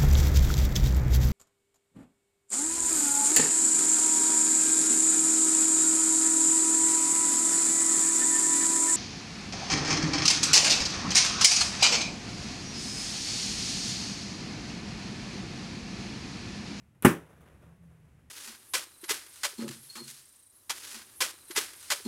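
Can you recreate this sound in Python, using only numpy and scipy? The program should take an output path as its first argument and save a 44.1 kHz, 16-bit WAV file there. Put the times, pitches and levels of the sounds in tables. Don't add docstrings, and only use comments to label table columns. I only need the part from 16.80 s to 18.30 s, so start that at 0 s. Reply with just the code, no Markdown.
import sys
import numpy as np
from scipy import signal
from scipy.fft import rfft, irfft
from scipy.io import wavfile

SR = 44100
rng = np.random.default_rng(int(sys.argv[2]) if len(sys.argv) > 2 else 0)


def to_wav(sig):
    pcm = np.clip(np.atleast_2d(sig), -1, 1) * 32767
    pcm = np.round(pcm).astype(np.int16)
    wavfile.write(sys.argv[1], SR, pcm.T)


N = 66150
TIME = np.arange(N) / SR

BURST_S = .2472
THUMP_DELAY_S = .0033


def from_db(db):
    return 10 ** (np.asarray(db) / 20)


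def frequencies():
    return np.maximum(np.arange(N // 2 + 1) * SR / N, 1)


def at_hz(points, hz):
    table_hz, values = np.transpose(points)
    return np.interp(np.log(hz), np.log(table_hz), values)


def in_time(rows):
    s, *columns = np.transpose(rows)
    return [np.interp(TIME, s, column) for column in columns]


def envelope(start_s, rise_s, t60_s, hold_s=0):
    age_s = TIME - start_s
    release_s = np.maximum(age_s - rise_s - hold_s, 0)
    return np.clip(age_s / rise_s, 0, 1) * from_db(-60 * release_s / t60_s)


def high_pass(x, hz):
    sos = signal.butter(2, hz, "high", fs=SR, output="sos")
    return signal.sosfilt(sos, x + 1e-18)


def noise(spectrum):
    white = rfft(rng.standard_normal(N))
    x = irfft(white * from_db(at_hz(spectrum, frequencies())), N)
    return x / x.std()


def ringing(modes, start_s, rise_s):
    out = np.zeros(N)
    for hz, db, t60_s in modes:
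        tone = np.cos(2 * np.pi * hz * (TIME - start_s))
        out += from_db(db) * tone * envelope(start_s, rise_s, t60_s)
    return out


def pulse(peak_s, width_s):
    u = (TIME - peak_s) / width_s
    return (1 - u ** 2) * np.exp(-u ** 2 / 2)


def reverberation(spectrum, start_s, build_s):
    # centre_hz, t60_s
    decay_times = [(100, .26), (400, .28), (2000, .245), (6000, .245), (14000, 0.22)]
    wash = rfft(noise(spectrum))
    centres_hz, t60s = np.transpose(decay_times)
    out = np.zeros(N)
    for band, t60_s in zip(np.eye(len(centres_hz)), t60s):
        share = np.interp(np.log(frequencies()), np.log(centres_hz), band)
        out += irfft(wash * share, N) * envelope(start_s, build_s, t60_s)
    return out


def background():
    # freq_hz, relative_db_per_hz
    floor_spectrum = [(25, -11), (50, -10), (73, 7), (95, -4), (122, 2.5), (165, -3), (240, -10),
                      (400, -19.5), (1000, -26), (2300, -27.5), (4500, -40.5), (7000, -39), (10500, -37),
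                      (15000, -46.5)]
    # time_s, level_db
    floor_level = [(0, -58), (.18, -63), (.5, -58), (.72, -56), (1.0, -60), (1.3, -58), (1.5, -59.5)]
    # time_s, pitch_hz, level_db
    hum_curve = [(.82, 160.4, -74), (.88, 166.9, -53.5), (.935, 166.3, -53), (.975, 169, -73),
                 (1.01, 172.8, -52), (1.09, 163.8, -54), (1.17, 159.5, -56), (1.24, 159, -63.5),
                 (1.3, 163.5, -84.5)]
    floor_db, = in_time(floor_level)
    rumble = from_db(floor_db) * noise(floor_spectrum)
    hum_hz, hum_db = in_time(hum_curve)
    return rumble + from_db(hum_db) * np.sin(2 * np.pi * np.cumsum(hum_hz) / SR)


def rustles(grain_db=2.4, grain_hz=400, treble_hz=5000):
    # start_s, level_db, rise_s, t60_s, treble_db
    brush_events = [(.146, -70, 0.0032, .35, 3), (0.49, -66.5, 0.015, 0.26, 3),
                    (0.608, -63.5, 0.0016, 0.13, 1), (.655, -63.5, 0.0046, .33, -3),
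                    (.805, -62.5, .025, .3, -2), (1.02, -74, 0.017, .45, 8.5), (1.11, -72, .008, 0.16, 3),
                    (1.245, -73, 0.0067, 0.092, 4), (1.39, -68, 0.0033, 0.069, -7.5)]
    # freq_hz, relative_db_per_hz
    rub_spectrum = [(150, -3), (480, 3), (800, -4), (1600, -6), (2600, -16), (3600, -20), (4400, -30),
                    (6000, -25.5), (7500, -27.5), (10500, -20), (15000, -32)]
    # time_s, level_db
    sway_level = [(.2, -95), (.3, -70), (.42, -60), (.56, -65), (.72, -66), (.79, -70), (.92, -69),
                  (1.0, -78)]
    rub = noise(rub_spectrum)
    treble = irfft(rfft(rub) / (1 + (treble_hz / frequencies()) ** 10), N)
    body = rub - treble
    sway_db, = in_time(sway_level)
    out = from_db(sway_db) * rub
    for start_s, db, rise_s, t60_s, treble_db in brush_events:
        brush = body + from_db(treble_db) * treble
        out += from_db(db) * envelope(start_s, rise_s, t60_s) * brush
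    low_pass = signal.butter(2, grain_hz, fs=SR, output="sos")
    grain = signal.sosfilt(low_pass, rng.standard_normal(N))
    return out * from_db(grain_db * grain / grain.std())


def prick(start_s=.224, snap_db=-20, room_db=-38.5):
    # freq_hz, relative_db_per_hz
    prick_spectrum = [(60, -16), (140, 2), (300, 1), (500, -9.5), (1500, -9), (3400, -16), (4500, -29),
                      (6500, -26), (9000, -17), (15000, -22)]
    snap_hz, snap_rise_s, snap_t60_s = 11000, .00016, .0011
    snap = ringing([(snap_hz, snap_db, snap_t60_s)], start_s, snap_rise_s)
    return snap + from_db(room_db) * reverberation(prick_spectrum, start_s, build_s=.0004)


def rip(rip_db=-15.5, rise_s=.0022, hold_s=.006, t60_s=.052, skin_rise_s=.0015):
    # freq_hz, relative_db_per_hz
    rip_spectrum = [(60, -26), (250, -7), (500, -2), (750, -1), (1200, -2), (1800, -3), (2850, -8),
                    (3200, -19), (3700, -18), (4300, -29), (5600, -22), (6500, -24), (7700, -15),
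                    (10000, -13), (15000, -21)]
    # freq_hz, level_db, t60_s
    skin_modes = [(838, -21.5, 0.092), (1008, -21, .08), (1212, -16, 0.054), (1718, -24, .08),
                  (2600, -30, .07), (2905, -32, .07)]
    tear = from_db(rip_db) * noise(rip_spectrum) * envelope(BURST_S, rise_s, t60_s, hold_s)
    return tear + ringing(skin_modes, BURST_S, skin_rise_s)


def thump(low_cut_hz=74):
    # delay_s, relative_db
    early_reflections = [(.0052, -12.5), (0.0197, -11), (0.0277, -12.5)]
    thump_db, thump_width_s = -3, .0011
    crack_db, crack_width_s, crack_delay_s = -10, .00055, .003
    direct = (.0005, 0)
    out = np.zeros(N)
    for delay_s, db in [direct] + early_reflections:
        arrival_s = BURST_S + delay_s
        out += from_db(thump_db + db) * pulse(arrival_s + THUMP_DELAY_S, thump_width_s)
        out += from_db(crack_db + db) * pulse(arrival_s + crack_delay_s, crack_width_s)
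    return high_pass(out, low_cut_hz)


def shop_ring(room_db=-17.5, build_s=.006):
    # freq_hz, level_db, t60_s
    shop_modes = [(108, -28, .22), (152, -28, .28), (168, -24, .32), (213, -22, .17), (254.6, -18, .17),
                  (313.2, -23.5, .24), (365, -21, .18), (404, -21.5, 0.15), (451, -31, .29),
                  (587.7, -35, .25), (1077, -35, .21), (1203, -33, 0.24), (1298, -30, 0.16),
                  (1599, -32, 0.22), (1772, -30, .19), (2220, -32, 0.11)]
    # freq_hz, relative_db_per_hz
    room_spectrum = [(30, -33), (60, -16), (110, -2), (330, 3.5), (470, -2), (650, -12), (1200, -8.5),
                     (1700, -9), (2850, -15.5), (3600, -23), (4400, -30), (5700, -24), (6700, -26),
                     (9500, -20.5), (15000, -28)]
    start_s = BURST_S + THUMP_DELAY_S
    diffuse = from_db(room_db) * reverberation(room_spectrum, start_s, build_s)
    return ringing(shop_modes, start_s, build_s) + diffuse


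def ticks(low_cut_hz=8000, t60_s=.015):
    # start_s, level_db
    tap_events = [(.608, -62), (.617, -58)]
    level = sum(from_db(db) * envelope(start_s, 1 / SR, t60_s) for start_s, db in tap_events)
    return high_pass(rng.standard_normal(N), low_cut_hz) * level


def scene():
    quiet = background() + rustles() + ticks()
    bang = prick() + rip() + thump() + shop_ring()
    return (quiet + bang)[None]


def record(dry, top=1.2, low_cut_hz=35, cutoff_hz=15750):
    rounded = high_pass(top * np.tanh(dry / top), low_cut_hz)
    low_pass = signal.ellip(10, .2, 80, cutoff_hz, fs=SR, output="sos")
    return signal.sosfilt(low_pass, rounded)


dry = scene()
out = record(dry)
to_wav(out)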